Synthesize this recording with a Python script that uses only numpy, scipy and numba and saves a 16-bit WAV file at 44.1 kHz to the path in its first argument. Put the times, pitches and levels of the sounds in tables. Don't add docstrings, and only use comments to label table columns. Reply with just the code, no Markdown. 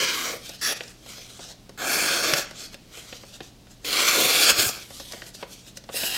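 import sys
import numpy as np
from scipy import signal
from scipy.fft import rfft, irfft
from scipy.io import wavfile
from scipy.ndimage import uniform_filter1d
from numba import njit

SR = 44100
rng = np.random.default_rng(int(sys.argv[2]) if len(sys.argv) > 2 else 0)


def unload_wav(signal):
    wavfile.write(
        sys.argv[1],
        SR,
        np.round(np.clip(np.atleast_2d(signal).T, -1, 1) * 32767).astype(np.int16),
    )


N = 272097
T = np.arange(N) / SR


def amp(db):
    return 10 ** (np.asarray(db) / 20)


def unit(x):
    return x / np.sqrt(np.mean(x ** 2))


def decay(t, t60):
    return np.exp(-np.log(1000) * t / t60)


def band(x, lo_hz, hi_hz):
    edges_hz = [lo_hz, min(hi_hz, .45 * SR)]
    return signal.sosfilt(signal.butter(3, edges_hz, "bandpass", fs=SR, output="sos"), x)


def soften(x, hz):
    keep = np.exp(-2 * np.pi * hz / SR)
    return signal.lfilter([1 - keep], [1, -keep], x)


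@njit
def svf(x, hz, width):
    y, band_state, low_state = np.empty(len(x)), 0., 0.
    for i in range(len(x)):
        g = np.tan(np.pi * hz[i] / SR)
        k = width / hz[i]
        v = (band_state + g * (x[i] - low_state)) / (1 + g * (g + k))
        band_state = 2 * v - band_state
        low_state += 2 * g * v
        y[i] = k * v
    return y


def walk(rate, size):
    hold = int(SR / rate)
    held = np.repeat(rng.standard_normal(size // hold + 1), hold)
    smooth = uniform_filter1d(uniform_filter1d(held, hold), hold)
    return 1.26 * smooth[:size]


def grains(per_s, scatter_db, size):
    chance = rng.random((3, size))
    present = chance[0] < per_s / SR
    sign = np.sign(chance[1] - .5)
    level_db = np.minimum(-scatter_db * np.log(1 - chance[2]), 12)
    return present * sign * amp(level_db)


def patchy(x, rate, depth):
    centres_hz = 500 * 1.25 ** np.arange(16)
    patches = [depth * walk(rate, size=len(x)) * svf(x, np.full(len(x), hz), hz / 6) for hz in centres_hz]
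    return x + sum(patches)


def desk_echo(x, delay_ms, share):
    at = np.arange(len(x))
    dull = soften(x, 2500)
    reflected = np.interp(at - delay_ms * SR / 1000, at, dull)
    return x - share * reflected


def played(x, bands):
    return sum(unit(band(x, lo, hi)) * gain for lo, hi, gain in bands)


# [dB per Hz, relative]
ROOM_SPECTRUM = [(15, -32), (26, 6), (129, -4.5), (183, 1.5), (288, -3), (408, -9), (716, -12), (818, -16),
                 (1730, -21.5), (4070, -17), (15500, -32.5)]
# [dB, sine peak]
HUM_TONES = [(59, -66), (120, -55.5), (186, -67.5)]
AIR_DB = -51.5


def room():
    pitch_hz, level_db = np.transpose(ROOM_SPECTRUM)
    f = np.maximum(np.arange(N // 2 + 1) * SR / N, 1)
    shape = amp(np.interp(np.log(f), np.log(pitch_hz), level_db))
    air = irfft(rfft(rng.standard_normal(N)) * shape, N)
    hum = sum(amp(db) * np.sin(2 * np.pi * hz * T + 1.8 * walk(3.02, size=N)) for hz, db in HUM_TONES)
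    return amp(AIR_DB) * unit(air) + hum


def gate(t, start, end, rise, fall):
    return np.sqrt(np.clip((t - start) / rise, 0, 1) * np.clip((end - t) / fall, 0, 1))


SHEET_Q = 30
BODY_FOLLOWS = 0.81


def cut(rows, body_db, modes, span):
    t = T[int(span[0] * SR):int(span[1] * SR)]
    grip = amp(1.2 * walk(75, size=len(t)))
    snaps = soften(grains(12000, 2.2, size=len(t)), 12700) * grip
    broad = patchy(snaps, 15, .45)
    delay_ms = 0.905 + 0.12 * walk(1.9, size=len(t))
    sheet = amp(1.5) * desk_echo(broad, delay_ms, 0.71)
    for hz, width, db in modes:
        slide = 1 + 0.026 * walk(13.6, size=len(t))
        swell = amp(db + 1.54 * walk(16.2, size=len(t)))
        sheet = sheet + swell * svf(snaps, hz * slide, width + hz / SHEET_Q)
    s, rasp, flap, edge = np.transpose(rows)
    body = rasp.max() + body_db + BODY_FOLLOWS * (rasp - rasp.max())
    flap, edge = rasp + flap, rasp + edge
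    levels = [(110, 270, flap - 13), (270, 1000, flap), (1000, 2300, body), (2300, 7000, rasp),
              (7000, 15000, edge)]
    bands = [(lo, hi, amp(np.interp(t, s, db))) for lo, hi, db in levels]
    return played(sheet, bands) * gate(t, *span)


# start_s, end_s, rise_s, fall_s [s]
CUT_TIMES = [(0, .4, .002, .035), (.612, .78, .002, .035), (1.775, 2.46, .002, .035),
             (3.845, 4.46, .002, .12), (4.34, 4.8, .12, .035), (5.94, 6.2, .002, .035)]
# time_s [s], rasp_db at 2.3-7 kHz [dB],
# flap_db under 1 kHz and edge_db of the hiss over 7 kHz [dB relative to the rasp]
CUT_CURVES = [
    [(0, -23, -12.5, -12), (.042, -25.5, -8, -7), (.07, -27.5, -12, -12), (.16, -28.5, -9, -7),
     (.29, -33.5, -6, -7.5), (.37, -40, 0.5, -7), (.4, -61, -9, -11)],
    [(.614, -31.5, -11, -6), (.65, -24, -19, -8.5), (.728, -29, -7, -2.5), (.752, -55, -6, -2),
     (.78, -24, -18, -7)],
    [(1.777, -43.5, -4, -3), (1.813, -35, -0.5, -7), (1.93, -27, -5.5, -2), (2.13, -24, -9, -7),
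     (2.31, -27.5, -4.5, -6.5), (2.395, -28.5, -9, -5.5), (2.46, -45.5, -20, -6)],
    [(3.847, -30.5, -7.5, -7), (3.883, -28.5, -11.5, -4.5), (4.0, -21.5, -10.5, -7),
     (4.13, -20.5, -16.5, -7), (4.18, -21, -5, -5), (4.36, -24, -11.5, -3), (4.45, -13, -15, -5)],
    [(4.36, -24, -12, -4), (4.475, -18.5, -14, -6.5), (4.503, -13, -13, -4.5), (4.535, -26.5, -7, -7),
     (4.561, -29, -11, -6), (4.598, -18.5, -9, -5), (4.67, -29.5, -9, 3.5), (4.695, -29, -8.5, 1),
     (4.723, -39.5, -19, -4), (4.8, -42, 1, -6)],
    [(5.942, -35.5, 2.5, -3), (5.972, -27, -19, -2.5), (6.03, -30, -13, -2.5), (6.06, -30, -14, 0.5),
     (6.128, -32, -12, -3.5), (6.17, -29.5, -16, -4)],
]
CUT_BODIES = [-4, -5, -2, -7, -7.5, -8.5]
# [dB, relative, before the band levels]
SHEET_MODES = [
    [(1670, 63, 6), (2190, 170, 1.5), (4350, 35, 1), (5140, 58, -17), (6700, 92, -30)],
    [(1670, 170, 9), (3340, 36, 6), (5470, 210, 5.5), (7640, 120, -26), (10530, 48, 11), (10900, 34, 12)],
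    [(590, 100, -7), (1650, 78, 2.5), (2140, 29, -7), (3330, 54, -11), (4420, 100, -3), (7100, 770, -7)],
    [(436, 15, -6), (1760, 95, -19), (2740, 190, 4.5), (3390, 150, 7), (4180, 540, 7), (6150, 80, -9),
     (7170, 210, 4)],
    [(4200, 140, 0), (4900, 290, 2), (6700, 140, 1), (7400, 39, -5)],
    [(2860, 36, 8.5), (4900, 170, 0.5), (6150, 41, -19), (7400, 250, -24), (8000, 260, -3)],
]


def cuts():
    out = np.zeros(N)
    for rows, body_db, modes, span in zip(CUT_CURVES, CUT_BODIES, SHEET_MODES, CUT_TIMES):
        sound = cut(rows, body_db, modes, span)
        out[int(span[0] * SR):][:len(sound)] += sound
    return out


RUSTLE_FALL_DB_PER_S = 504
# start_s [s], length_s [s], swell before the start [dB per s],
# start_db and end_db at 3-8 kHz [dB], air_db over 8 kHz and body_db at 0.3-3 kHz [dB relative to these]
SLIDES = [(0.467, 0.091, 156, -40, -45, -5.5, -12), (0.58, 0.027, 200, -52, -47, -15, -12),
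          (0.763, 0.14, 500, -45, -51, -8, -5.5), (0.907, 0.04, 300, -55, -55, -11, -6),
          (1.098, 0.28, 170, -43.5, -47, -8, -7), (1.426, 0.092, 300, -41, -45, -12, -7.5),
          (2.438, 0.13, 500, -48.5, -55, -11, 4), (2.598, 0.066, 200, -39, -40.5, -13, -9.5),
          (2.732, 0.011, 400, -45, -50, -11, -4), (2.957, 0.17, 190, -43, -49.5, -7.5, -5.5),
          (3.148, 0.019, 500, -47.5, -44.5, -9.5, -8), (3.2, 0.092, 500, -53, -48.5, -9, -9),
          (3.36, .02, 250, -44, -50, -11, -9), (3.432, .05, 600, -48, -54.5, -9, -14),
          (3.717, 0.026, 500, -48.5, -61, -10, -9), (3.839, 0.0071, 700, -49, -41, -11, -2),
          (4.788, 0.13, 500, -45.5, -51.5, -4, -6.5), (4.946, .14, 200, -45.5, -41, -5, -11),
          (5.116, 0.12, 602, -42, -46.5, -7.5, -5.5), (5.265, 0.027, 400, -46, -47.5, -7, -6.5),
          (5.351, 0.025, 900, -39, -52, -9, -15), (5.416, 0.019, 300, -44, -47.5, -7, -3),
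          (5.533, 0.03, 250, -44, -48, -4.5, -13), (5.6, .06, 300, -51, -56, -7, -13),
          (5.682, 0.036, 600, -43.5, -58, -7, -10), (5.775, 0.0097, 700, -44, -53, -9, -18),
          (5.933, .015, 350, -44, -46, -5.5, -9)]


def rustle():
    grip = amp(1.9 * walk(60, size=N))
    rub = patchy(soften(grains(9000, 2.5, size=N), 5000) * grip, 20, .4)
    sound = desk_echo(rub, 0.932 + 0.1 * walk(8.6, size=N), 0.57)
    power = np.zeros((3, N))
    for s, length, swell, start_db, end_db, air_db, body_db in SLIDES:
        before, after = np.maximum(s - T, 0), np.maximum(T - s - length, 0)
        fade_db = swell * before + RUSTLE_FALL_DB_PER_S * after
        level_db = np.interp(T, [s, s + length], [start_db, end_db]) - fade_db
        power += np.outer(amp([body_db, 0, air_db]), amp(level_db)) ** 2
    body, slide, air = np.sqrt(power)
    return played(sound, [(300, 3000, body), (3000, 8000, slide), (8000, 14000, air)])


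TICK_T60_S, SNAP_T60_S = 0.051, 0.053
# [dB, peak of the 2 ms mean magnitude before the final halving]
CREASES = [(0.492, -32.5, -45, -30), (0.806, -25.5, -23, -41), (0.834, -56, -39, -34),
           (0.877, -52, -45, -37), (1.06, -38, -49, -41), (1.18, -38.5, -45, -38), (1.391, -32.5, -55, -43),
           (1.692, -35, -48, -39.5), (2.335, -21, -8.5, -12), (2.509, -33, -37, -34.5),
           (2.742, -37, -30.5, -35), (2.972, -36.5, -38, -36.5), (3.125, -31, -31.5, -52),
           (3.233, -34.5, -52, -55), (3.404, -27, -30.5, -41), (3.668, -45.5, -46, -54),
           (4.688, -25, -32, -17.5), (4.905, -33.5, -48, -42), (4.998, -31.5, -38, -33),
           (5.121, -45, -39, -28), (5.133, -30, -34, -38), (5.2185, -34, -29, -43), (5.265, -43, -40, -41),
           (5.346, -40, -47, -54), (5.4255, -24, -41, -45), (5.665, -50, -44.5, -42),
           (5.77, -40, -34.5, -28.5), (5.838, -42, -44, -42), (5.889, -27, -47, -46),
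           (6.032, -24, -24, -37)]
# [dB, relative within each range]
PAPER_MODES = [(343, 355, -10), (537, 120, -10.5), (1250, 100, -6), (1760, 550, 16.5), (2570, 360, 13.5),
               (3430, 300, 10.5), (5200, 1130, 17), (7100, 2500, -9)]


def ticks():
    out, t = np.zeros(N + 4096), T[:4096]
    for s, body_db, snap_db, crack_db in CREASES:
        push = grains(7000, 2.5, size=len(t)) * decay(t, TICK_T60_S) * np.clip(t / .003, 0, 1)
        push[80] += 2
        shift = rng.standard_normal((len(PAPER_MODES), 2))
        tick = np.zeros((3, len(t)))
        for (hz, width, mode_db), (a, b) in zip(PAPER_MODES, shift):
            part = int(hz > 1000) + int(hz > 4400)
            centre_hz = np.full(len(t), hz * (1 + 0.021 * b))
            tick[part] += amp(mode_db + 2 * a) * svf(push, centre_hz, float(width))
        tick[1:] *= decay(t, SNAP_T60_S)
        tick[:2] = band(tick[:2], 120, 4500)
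        peak = uniform_filter1d(np.abs(tick), size=90).max(axis=1)
        gain = amp([body_db, snap_db, crack_db]) / peak
        out[int(s * SR):][:len(t)] += gain @ tick / 2
    return out[:N]


# start_s [s], level_db [dB, sine peak before decay], pitch_hz [Hz], t60_s [s]
SHEET_FLOPS = [(2.333, -27.5, 141, 0.089), (4.519, -37, 68, 0.15), (4.588, -27, 117, 0.15),
               (4.665, -28.5, 106, 0.083)]


def flops():
    out = np.zeros(N)
    for s, db, hz, t60 in SHEET_FLOPS:
        t = np.maximum(T - s, 0)
        onset = np.clip(t / 0.0016, 0, 1)
        out += amp(db) * np.sin(2 * np.pi * hz * t) * decay(t, t60) * onset
    return out


def walls(x, t60, wet_db):
    t = T[:int(.4 * SR)]
    noise = band(rng.standard_normal(len(t)), 125, 6300)
    tail = noise * decay(t, t60) * (t > .004)
    tail = tail / np.sqrt(np.sum(tail ** 2))
    return x + amp(wet_db) * signal.fftconvolve(x, tail)[:N]


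def scene():
    near = cuts() + rustle() + ticks() + flops()
    return np.tile(walls(near, 0.41, -15.0) + room(), (2, 1))


def record(dry):
    return signal.sosfilt(signal.ellip(10, .2, 80, 15800, fs=SR, output="sos"), dry)


dry = scene()
out = record(dry)
unload_wav(out)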